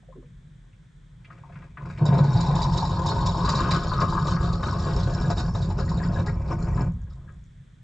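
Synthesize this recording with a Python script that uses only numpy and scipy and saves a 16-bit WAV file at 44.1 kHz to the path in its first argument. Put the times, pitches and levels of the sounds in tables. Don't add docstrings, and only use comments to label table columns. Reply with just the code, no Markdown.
import sys
import numpy as np
from scipy import signal
from scipy.fft import rfft, irfft, next_fast_len
from scipy.io import wavfile
from scipy.ndimage import map_coordinates

SR = 44100
rng = np.random.default_rng(int(sys.argv[2]) if len(sys.argv) > 2 else 0)


def store_pcm(level_fs):
    pcm = np.round(np.clip(level_fs, -1, 1) * 32767).astype(np.int16)
    wavfile.write(sys.argv[1], SR, np.atleast_2d(pcm).T)


N = 345303

# time in seconds, level in dB re nominal flow.
STREAM_DB = [(1.15, -40), (1.3, -26), (1.7, -18.5), (1.8, -13), (1.97, -15), (2.02, 4.5), (2.4, 1.5),
             (3.65, 1.5), (4.0, 1), (5.3, 3), (5.6, -3), (6.2, 0), (6.6, -2), (6.83, -1), (6.95, -25),
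             (7.3, -22), (7.45, -46)]
# start in seconds, length in seconds, gain in dB.
STREAM_GUSHES = [(2.141, 0.019, -5.5), (3.424, 0.23, 2.5), (3.67, 0.11, 4), (3.997, 0.021, 9.5),
                 (4.263, 0.073, 3.5), (5.366, 0.045, 5), (5.778, 0.05, 5.5), (5.894, 0.023, 1),
                 (6.016, 0.06, 3), (6.138, 0.06, 4), (6.495, 0.035, 4.5), (6.752, 0.079, 4)]
# start in seconds, length in seconds, loss in dB.
STREAM_BREAKS = [(1.682, 0.089, 13), (2.417, 0.014, 5.5), (2.897, 0.15, 1), (3.287, 0.019, 2),
                 (3.848, 0.03, 0.5), (4.227, 0.017, 4), (4.363, 0.024, 6.5), (4.49, 0.13, 6),
                 (5.33, 0.019, 21), (5.494, 0.029, 8.5), (5.637, 0.036, 2.5), (5.727, 0.027, 8.5),
                 (6.219, 0.025, 10.5), (6.298, 0.18, 6.5), (6.54, 0.036, 9.5), (6.688, 0.02, 7)]
# time in seconds, relative level in dB, pitch in Hz.
CHURN_TRACK = [(1.8, -44.5, 967), (2.2, -38, 915), (2.5, -29.5, 899), (2.9, -34.5, 951), (3.36, -34, 963),
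               (3.47, -31.5, 1072), (3.9, -36, 1135), (4.2, -31.5, 1081), (4.6, -36.5, 1199),
               (5.2, -48, 986), (6.9, -49, 1032)]
# time in seconds, pitch in Hz.
DROPLET_HZ = [(2.1, 4610), (4.5, 4820), (6.0, 5753), (7.0, 7040)]

# time in seconds, relative level in dB.
FOAM_DB = [(1.5, -42), (2.1, -49.5), (3.35, -52.5), (3.5, -42.5), (3.75, -42), (4.1, -48.5), (5.2, -47.5),
           (6.8, -53.5)]
SPRAY_DB = [(1.9, -66), (2.2, -59.5), (2.4, -48), (3.1, -46.5), (3.6, -50.5), (4.3, -45), (5.3, -50.5),
            (6.0, -59.5), (6.8, -63.5), (7.3, -68)]
TINKLE_DB = [(1.7, -110), (1.95, -75), (2.2, -68), (2.35, -51.5), (3.5, -50.5), (4.2, -51), (5.3, -50),
             (6.2, -60.5), (6.38, -59.5), (6.6, -58.5), (6.85, -62), (6.95, -91), (7.4, -80), (7.7, -105)]
INLET_DB = [(1.2, -105), (1.25, -70), (1.65, -64.5), (1.75, -73), (1.86, -58), (2.07, -56), (2.55, -56),
            (2.75, -63), (6.0, -71.5), (6.3, -69), (6.6, -58.5), (6.85, -58.5), (6.94, -88.5)]

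# start in seconds, relative peak in dB, centre in Hz, width in octaves.
SLAP_HITS = [(.022, -57, 720, .3), (.085, -44.5, 537, 0.32), (.157, -44.5, 340, 0.45),
             (.18, -44, 290, 0.45), (0.223, -58, 1010, 0.28), (.255, -62, 2300, .4), (.728, -57, 2350, .35),
             (1.245, -43.5, 2240, 0.81), (1.301, -37.5, 1230, 0.7), (1.376, -48.5, 1310, 1),
             (1.434, -38.5, 950, 0.19), (1.492, -44, 790, .6), (1.522, -46, 1500, 0.98),
             (1.555, -40.5, 1340, 0.84), (1.62, -44, 1280, 1), (1.77, -32.5, 1390, 0.6),
             (1.804, -36, 1064, 0.17), (1.853, -37, 1120, 0.38), (1.858, -38, 475, 0.76),
             (1.898, -33.5, 1120, 0.7), (1.974, -37.5, 1980, 0.65), (2.014, -26, 422, 0.6),
             (2.055, -24.5, 535, 0.64), (2.121, -21, 593, 0.6), (2.146, -20, 630, 0.78),
             (2.186, -20, 630, 0.97), (2.442, -30, 753, 0.4), (2.489, -23.5, 847, 0.12),
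             (2.818, -20, 890, 0.23), (3.043, -24.5, 916, 0.18), (3.114, -21, 828, 0.62),
             (3.218, -23, 910, 0.23), (3.343, -22, 966, 0.2), (3.485, -22, 1134, 0.32),
             (3.587, -21.5, 1044, 0.19), (3.712, -20, 1240, 0.95), (3.915, -20.5, 1135, 0.24),
             (3.949, -34, 1135, 0.23), (3.985, -18, 1180, 0.25), (4.012, -15, 1123, 0.29),
             (4.121, -17.5, 1043, 0.32), (4.171, -15, 1090, 0.31), (4.279, -22.5, 1094, 0.24),
             (4.364, -25.5, 1104, 0.54), (4.404, -38, 1098, .5), (4.627, -26.5, 1185, 0.47),
             (4.681, -22.5, 1010, .5), (4.72, -24, 950, 0.17), (5.3, -20, 740, 0.75),
             (5.372, -26, 764, 0.66), (5.478, -29.5, 794, 0.7), (5.547, -26, 682, 0.95),
             (5.698, -30, 803, 0.24), (5.787, -27, 1090, 0.47), (5.913, -27, 960, .25),
             (6.195, -29.5, 1000, .6), (6.265, -27, 955, 0.65), (6.283, -33.5, 1200, .6),
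             (6.508, -25.5, 987, 0.2), (6.774, -30, 1290, 0.41), (7.286, -46, 1310, 0.56)]
# start in seconds, relative level in dB.
SPURT_HITS = [(1.852, -60.5), (1.897, -57), (1.973, -57), (2.054, -34), (2.137, -44), (2.177, -39),
              (2.239, -43), (2.325, -42), (2.359, -41), (2.402, -33.5), (2.459, -37.5), (2.55, -35.5),
              (2.616, -28.5), (2.695, -47.5), (2.726, -38.5), (2.77, -29.5), (2.847, -36.5), (3.058, -34),
              (3.084, -32.5), (3.137, -56), (3.259, -29), (3.344, -45), (3.448, -32.5), (3.487, -26),
              (3.548, -30), (3.6, -37), (3.706, -26), (3.74, -34.5), (3.83, -39.5), (4.014, -39),
              (4.266, -37), (4.309, -40.5), (4.43, -47), (4.523, -38.5), (4.69, -47.5), (4.786, -41.5),
              (4.885, -46), (4.959, -42.5), (4.991, -41), (5.028, -39.5), (5.21, -41.5), (5.299, -37),
              (5.37, -34), (5.392, -39.5), (5.545, -40), (5.617, -39.5), (5.698, -50), (5.786, -45),
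              (5.889, -41), (5.969, -44), (6.046, -51), (6.129, -46), (6.19, -46.5), (6.26, -43),
              (6.283, -56), (6.476, -51), (6.51, -61), (6.76, -56), (7.096, -62.5), (7.12, -64)]
# start in seconds, relative peak in dB, pitch in Hz.
BOOM_HITS = [(1.319, -54, 159), (1.566, -37, 144), (1.777, -31, 147), (1.816, -37, 139),
             (2.012, -10.5, 150.5), (2.067, -15, 147), (2.118, -21, 143.3), (2.192, -9.5, 151),
             (2.24, -19, 140.4), (2.281, -12.5, 134.8), (2.342, -16, 119.7), (2.484, -13, 151),
             (2.601, -20.5, 136), (2.655, -18, 142)]
DRIP_HITS = [(0.084, -50, 513), (0.124, -47, 1035), (.155, -43.5, 369), (.175, -43, 254), (.226, -50, 475),
             (5.88, -40, 1880), (6.001, -35, 1730), (6.031, -35, 1840), (6.161, -32, 1634),
             (6.177, -43, 1660), (6.28, -33.5, 1900), (6.922, -54.5, 6800), (7.012, -59, 1600),
             (7.018, -55, 6800), (7.07, -55, 1620), (7.109, -55, 1280), (7.278, -51, 1614),
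             (7.135, -61, 7200), (7.324, -58, 7100), (7.44, -55.5, 6600)]

# frequency in Hz, bandwidth in Hz, gain in dB.
AIR_MODES = [(228, 33, -1), (287, 19, -3), (344, 14, 0), (413, 57, -1), (541, 24, 5), (588, 35, -2),
             (648, 35, -3), (697, 45, 1), (850, 23, -4), (938, 75, -2), (1022, 62, -4), (1078, 19, 0),
             (1138, 18, -2), (1210, 39, 1), (1265, 34, -4), (1403, 24, 0), (1484, 36, 3), (1636, 40, 1),
             (1706, 65, -5), (1900, 40, -1), (2032, 50, -4), (2175, 50, -3), (2335, 49, 3), (2550, 90, -1)]
TUB_MODES = [(98, 18, -8.5), (121.6, 25, -6.5), (138.8, 14, -0.5), (168.6, 8.3, 1)]
BASKET_MODES = [(2937, 34, -12), (3070, 80, -9), (3475, 31, -10), (3687, 14, -12), (3785, 32, 3),
                (3850, 64, -6), (3965, 140, -6), (4323, 35, -1), (4584, 78, -8), (4758, 73, -3),
                (4850, 31, -8), (5126, 48, -7), (5241, 36, -8), (5337, 52, -1), (5415, 38, -8),
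                (5873, 54, -8), (6138, 57, -9), (6477, 97, -7), (6876, 52, -8), (7102, 153, 1),
                (7292, 34, -3), (7523, 45, -12), (7858, 94, -9), (8350, 60, -12)]
CLEAR_MODES = [(3780, 26, 0), (3860, 90, -4), (4328, 40, -4)]
HIGH_MODES = [(4325, 35, -3), (4570, 70, -9), (4765, 70, -6), (5135, 45, -7), (5335, 50, -1),
              (5420, 45, -6), (5870, 45, -10), (6476, 50, -12), (6872, 35, -8), (7125, 90, -1),
              (7295, 35, -3)]

# frequency in Hz, gain in dB.
SPLASH_EQ = [(100, -48.5), (200, 2.5), (350, 3), (700, -5.5), (900, -2), (1400, -17.5), (2000, -36),
             (3000, -34), (8000, -76)]
FOAM_EQ = [(600, -55.5), (1200, 0.5), (1500, 10), (1750, -2), (2100, -7), (2600, -8), (3200, -6.5),
           (5000, -24), (9000, -40.5), (12500, -61.5)]
PANEL_EQ = [(50, -22), (80, -8.5), (110, -1), (175, 0.5), (205, -10.5), (240, -10.5), (290, -27.5),
            (600, -71.5)]
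HEAVE_EQ = [(10, -32.5), (25, -11), (36, -16), (50, -2), (75, -11), (100, -6), (160, -60), (300, -100)]
SPRAY_EQ = [(1200, -70), (2500, -22), (3100, -3.5), (3700, -5), (5400, -6), (7400, -7), (8000, -12.5),
            (9200, -13), (10200, -29.5), (12500, -23), (14000, -67)]
SPURT_EQ = [(2200, 6), (3100, -3), (3900, 5.5), (5000, 3), (7300, 1), (9000, -6)]
INLET_EQ = [(1000, -34.5), (1900, 3.5), (2350, 4), (2600, -1.5), (3300, -21), (4500, -6), (8000, -12),
            (11000, -40), (13000, -58.5)]
MURMUR_EQ = [(12, -38), (20, -27), (41, 5), (81, -11), (113, -0.5), (150, 0.5), (182, -7.5), (200, -16.5),
             (247, -20), (300, -37.5), (390, -60), (660, -120)]
ROOM_EQ = [(60, -3), (200, 1), (300, -3), (500, -7.5), (750, -16), (1200, -11.5), (1750, -6.5),
           (2400, -13.5), (2750, -18.5), (3400, -10), (4500, -22.5), (7000, -20), (8500, -21.5),
           (11000, -43), (13900, -57.5)]

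# frequency in Hz, gain in dB.
BALANCE_EQ = [(30, -10), (140, -7.5), (300, -1), (520, -0.5), (660, 8), (800, -1.5), (1000, 4.5), (1800, 4),
              (2200, 1), (3600, -1), (4000, -6), (4500, -1), (7000, 0)]
SIDE_ECHO_EQ = [(50, -49.5), (150, -34.5), (280, -15.5), (500, -9), (1500, -18.5), (2300, -10), (3000, 1.5),
                (4200, -6.5), (7000, -18), (12000, -14.5)]
ROOM_SIDE_EQ = [(50, -20), (120, 6.5), (200, 2.5), (300, -1), (1000, -1), (1700, -5), (3000, -6),
                (5000, -6), (9000, -11), (12000, 12.5)]


def splash(lumps, surge, fine_surge, splash_db=-38, foam_db=-2):
    heavy = driven(patter(1200, 5.8) * lumps, flow() * surge,
                   lambda hz: colour(SPLASH_EQ, hz) * resonances(AIR_MODES, hz))
    foam = driven(patter(1600, 4.2) * lumps, flow() * fine_surge * amp(curve(FOAM_DB)),
                  lambda hz: colour(FOAM_EQ, hz) * resonances(AIR_MODES, hz))
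    return amp(splash_db) * heavy + amp(foam_db) * foam


def churn(lumps, surge, gain_db=-2.5, wander=0.02):
    pitch_hz = curve(CHURN_TRACK, column=2) * (1 + wander * wobble(knots_per_s=14))
    gurgle = cloud(pitch_hz, scatter=0.058, cycles=4.4, rise=0.016, spread_db=3, count=2600, samples=1200)
    gain = flow() * surge * amp(curve(CHURN_TRACK))
    return amp(gain_db) * driven(gurgle * lumps, gain, lambda hz: resonances(AIR_MODES, hz, direct=0.072))


def slaps(gain_db=-1, attack_s=0.0015, fade_s=0.0125):
    track, t = np.zeros(N), np.arange(SR // 5) / SR
    hz = np.fft.rfftfreq(len(t), 1 / SR) + 1
    air = resonances(AIR_MODES, hz, direct=0.4)
    for start_s, db, centre_hz, octaves in SLAP_HITS:
        burst = rng.standard_normal(len(t)) * pulse(t, attack_s, fade_s)
        band = 1 / (1 + 1j * (hz / centre_hz - centre_hz / hz) / octaves / 2) ** 4
        smack = irfft(rfft(burst) * air * band)
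        add(track, start_s, amp(db + gain_db) * smack / np.abs(smack).max())
    return track


def rumble(surge, panel_db=-25.5, heave_db=-27.5, knee_db=-7.5, arrival_s=2.02, heave_lag_s=0.029):
    t = np.arange(N) / SR
    drive = flow() / np.hypot(flow(), amp(knee_db))
    panels = unit(filtered(patter(2500, 0.92),
                           lambda hz: colour(PANEL_EQ, hz) * resonances(TUB_MODES, hz, direct=0.56)))
    arrival_db = 10 * (t > arrival_s) * np.exp(-((t - arrival_s) / 0.18) ** 2)
    panel_gain = settled(amp(arrival_db) * drive ** 1.64 * surge ** 0.72, settle_s=0.045)
    heave = unit(filtered(patter(800, 1), lambda hz: colour(HEAVE_EQ, hz)))
    heave_gain = settled(np.interp(t - heave_lag_s, t, drive) ** 1.23, settle_s=0.082)
    inertia_db = np.interp(t, [2.3, 2.377], [-7, 0])
    return amp(panel_db) * panel_gain * panels + amp(heave_db + inertia_db) * heave_gain * heave


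def booms(gain_db=-2, sag=0.046, attack_s=0.01, fade_s=0.034):
    track, t = np.zeros(N), np.arange(SR // 3) / SR
    envelope = pulse(t, attack_s, fade_s)
    for start_s, db, hz in BOOM_HITS:
        phase = 2 * np.pi * hz * t * (1 - sag * np.tanh(t / fade_s / 2))
        add(track, start_s, amp(db + gain_db) * np.sin(phase) * envelope / envelope.max())
    return track


def spray(lumps, fine_surge, gain_db=-5, ring_db=-3, graze_s=3.27, muffle_db_per_s=12.5):
    gain = amp(gain_db + curve(SPRAY_DB)) * flow() * fine_surge
    plinks = cloud(curve(DROPLET_HZ), scatter=0.236, cycles=11, rise=0.0045, spread_db=-5,
                   count=9000, samples=300)
    drops = (unit(plinks) + unit(patter(2600, 3.3))) * lumps
    ticks = driven(drops, gain, lambda hz: steel(BASKET_MODES, hz, direct=0.1))
    ring = unit(filtered(drops, lambda hz: resonances(CLEAR_MODES, hz) ** 2))
    since_s = np.arange(N) / SR - graze_s
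    graze_db = 10 * np.exp(-np.abs(since_s) / 0.08)
    muffle_db = muffle_db_per_s * np.maximum(since_s, 0)
    return ticks + amp(ring_db + graze_db - muffle_db) * gain * ring


def spurts(gain_db=-2, plink_hz=4915, plink_db=-3, grain_db=5, air_db=-15, attack_s=0.0092, fade_s=0.0081):
    track, t = np.zeros(N), np.arange(SR // 8) / SR
    hz = np.fft.rfftfreq(len(t), 1 / SR)
    upper_air = resonances([mode for mode in AIR_MODES if mode[0] > 1800], hz)
    body = (steel(BASKET_MODES, hz, direct=0.08) + amp(air_db) * upper_air) * colour(SPURT_EQ, hz)
    envelope = pulse(t, attack_s, fade_s)
    gain = amp(gain_db) * np.std(envelope) / envelope.max()
    for start_s, db in SPURT_HITS:
        for late_s, trail_db in [(0, 0), (0.018 * (0.5 + rng.random()), -8.5)]:
            noise, size = rng.standard_normal((2, len(t)))
            grains = unit(noise * amp(grain_db * size) * envelope)
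            age_s = np.maximum(t - 2 * fade_s * rng.random((7, 1)), 0)
            pitch_hz = plink_hz * np.exp(0.1776 * np.clip(rng.standard_normal((7, 1)), -2, 2))
            plinks = unit(bubble(age_s, pitch_hz, cycles=10, rise=0).sum(axis=0))
            burst = irfft(rfft(grains + amp(plink_db) * plinks) * body)
            add(track, start_s + late_s, gain * amp(db + trail_db) * unit(burst))
    return track


def tinkle(surge):
    flurries = clumps(per_s=45, life_s=0.014, steady=0.3)
    drops = cloud(curve(DROPLET_HZ), scatter=0.224, cycles=5, rise=0, spread_db=4.2,
                  count=3800, samples=300)
    ringing = filtered(drops * surge * flurries, lambda hz: steel(HIGH_MODES, hz, direct=0.11))
    return amp(curve(TINKLE_DB)) * unit(ringing)


def glugs(surge, glug_hz=1198, glug_db=-49, plop_hz=629, plop_db=-51):
    small = cloud(np.full(N, glug_hz), scatter=0.24, cycles=6, rise=0.015, spread_db=3,
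                  count=2400, samples=1200)
    large = cloud(np.full(N, plop_hz), scatter=0.33, cycles=4, rise=0.015, spread_db=4,
                  count=1100, samples=1600)
    slosh = amp(glug_db) * unit(small) + amp(plop_db) * unit(large)
    return np.std(slosh) * driven(slosh, flow() * surge, lambda hz: resonances(AIR_MODES, hz, direct=0.14))


def drips(gain_db=-1, cycles=8, rise=0.018, shed_within_s=0.023):
    track, t = np.zeros(N), np.arange(SR // 4) / SR
    air = resonances(AIR_MODES, np.fft.rfftfreq(len(t), 1 / SR), direct=0.44)
    for start_s, db, hz in DRIP_HITS:
        plip = bubble(t, hz, cycles, rise)
        for delay, detune in rng.random((3, 2)):
            shed_hz = hz * (1 + 0.31 * (detune - 0.5))
            add(plip, shed_within_s * delay, 0.55 * bubble(t, shed_hz, cycles / 2, rise))
        plip = irfft(rfft(plip) * air)
        add(track, start_s, amp(db + gain_db) * plip / np.abs(plip).max())
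    return track


def inlet(lumps):
    sputter = filtered(patter(4400, 13) * lumps,
                       lambda hz: colour(INLET_EQ, hz) * resonances(AIR_MODES, hz, direct=0.48))
    return amp(curve(INLET_DB)) * unit(sputter)


def murmur(level_db=-49, sway_db=2, period_s=1, trough_s=0.86):
    sway = -np.cos(2 * np.pi * (np.arange(N) / SR - trough_s) / period_s)
    noise = unit(filtered(rng.standard_normal(N), lambda hz: amp(along(MURMUR_EQ, hz))))
    return amp(level_db + sway_db * sway) * noise


def room(level_db=-64):
    mid, side = filtered(rng.standard_normal((2, N)),
                         lambda hz: amp([along(ROOM_EQ, hz), along(ROOM_EQ, hz) + along(ROOM_SIDE_EQ, hz)]))
    return amp(level_db) * unit(np.array([mid + side, mid - side]))


def flow():
    return amp(curve(STREAM_DB))


def gushes_and_breaks(rise_s=0.02, fall_s=0.0074):
    t = np.arange(N) / SR

    def gate(start_s, length_s, in_s, out_s):
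        return np.clip((t - start_s) / in_s, 0, 1) * np.clip(1 - (t - start_s - length_s) / out_s, 0, 1)

    gush_db = sum(db * gate(s, length_s, rise_s, fall_s) for s, length_s, db in STREAM_GUSHES)
    loss_db = sum(db * gate(s, length_s, fall_s, rise_s) for s, length_s, db in STREAM_BREAKS)
    return amp(gush_db - loss_db)


def patter(per_s, spread_db):
    chance, size, sign = rng.random(N), rng.standard_normal(N), rng.choice([-1, 1], N)
    return (chance < per_s / SR) * sign * amp(spread_db * np.clip(size, -2, 2))


def clumps(per_s, life_s, steady):
    power = signal.lfilter([1], [1, -np.exp(-2 / (life_s * SR))], patter(per_s, 2) ** 2)
    return np.sqrt(steady + (1 - steady) * power / power.mean())


def bubble(t, hz, cycles, rise):
    life_s = cycles / hz
    phase = 2 * np.pi * hz * t * (1 + rise * np.tanh(t / life_s / 2))
    return np.sin(phase) * pulse(t, 1 / hz, life_s)


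def cloud(centre_hz, scatter, cycles, rise, spread_db, count, samples):
    life, strength, pitch = np.clip(rng.standard_normal((count, 3)), -2, 2).T
    start, offset = rng.integers(0, N, count), np.arange(samples)
    hz = centre_hz[start] * np.exp(scatter * pitch)
    rings = bubble(offset / SR, hz[:, None], cycles * amp(2 * life)[:, None], rise)
    rings *= amp(spread_db * strength)[:, None]
    return np.bincount((start[:, None] + offset).ravel(), rings.ravel(), minlength=N)[:N]


def resonances(modes, hz, direct=0):
    f = np.arange(0, SR / 2, 2)
    response = sum(amp(db) * 1j * f * width / (centre ** 2 - f ** 2 + 1j * f * width)
                   for centre, width, db in modes)
    return direct + np.interp(hz, f, response)


def steel(modes, hz, direct):
    return colour(SPRAY_EQ, hz) * resonances(modes, hz, direct)


def echoes(x, t60_s):
    t = np.arange(SR // 3) / SR
    tail = rng.standard_normal(len(t)) * amp(-60 * t / t60_s) * (t > 0.002)
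    return signal.fftconvolve(x, tail / np.linalg.norm(tail))[:N]


def settled(drive, settle_s):
    keep = np.exp(-1 / (settle_s * SR))
    return np.sqrt(signal.lfilter([1 - keep], [1, -keep], drive ** 2))


def driven(excitation, gain, response):
    steady, played = filtered(np.array([excitation, excitation * gain]), response)
    return played / np.std(steady)


def filtered(x, response):
    size = 2 * next_fast_len(N // 2 + SR // 4)
    return irfft(rfft(x, size) * response(np.fft.rfftfreq(size, 1 / SR)), size)[..., :N]


def colour(points, hz):
    cepstrum = irfft(np.log(amp(along(points, hz))))
    half = len(cepstrum) // 2
    cepstrum[1:half] *= 2
    cepstrum[half + 1:] = 0
    return np.exp(rfft(cepstrum))


def along(points, hz):
    point_hz, db = np.transpose(points)
    return np.interp(np.log(hz + 1), np.log(point_hz + 1), db)


def curve(rows, column=1):
    rows = np.asarray(rows)
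    return np.interp(np.arange(N) / SR, rows[:, 0], rows[:, column])


def wobble(knots_per_s):
    return map_coordinates(rng.standard_normal(400), [np.arange(N) * knots_per_s / SR], mode="wrap")


def pulse(t, attack_s, fade_s):
    return np.exp(-t / fade_s) * (1 - np.exp(-t / attack_s))


def add(track, start_s, sound):
    part = track[round(start_s * SR):][:len(sound)]
    part += sound[:len(part)]


def amp(db):
    return 10 ** (np.asarray(db) / 20)


def unit(x):
    return x / np.sqrt(np.mean(x ** 2) + 1e-20)


def scene(echo_db=-10):
    lumps = clumps(per_s=80, life_s=0.023, steady=0.19)
    fine_lumps = unit(np.sqrt(lumps) * clumps(per_s=65, life_s=0.022, steady=0.28))
    surge = gushes_and_breaks()
    fine_surge = surge ** 1.7
    water = splash(lumps, surge, fine_surge) + churn(np.sqrt(lumps), surge) + inlet(lumps) + slaps()
    water += spray(fine_lumps, fine_surge) + spurts() + tinkle(surge) + glugs(surge) + drips()
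    tub = rumble(surge) + booms() + murmur()
    mid = water + amp(echo_db) * echoes(water, t60_s=0.26)
    side = filtered(echoes(water + tub, t60_s=0.071), lambda hz: amp(along(SIDE_ECHO_EQ, hz)))
    stereo = filtered(np.array([mid + side, mid - side]),
                      lambda hz: amp(np.outer([0.5, -0.5], along(BALANCE_EQ, hz))))
    return stereo + tub + room()


def record(dry):
    return filtered(dry, lambda hz: hz < 13600)


dry = scene()
out = record(dry)
store_pcm(out)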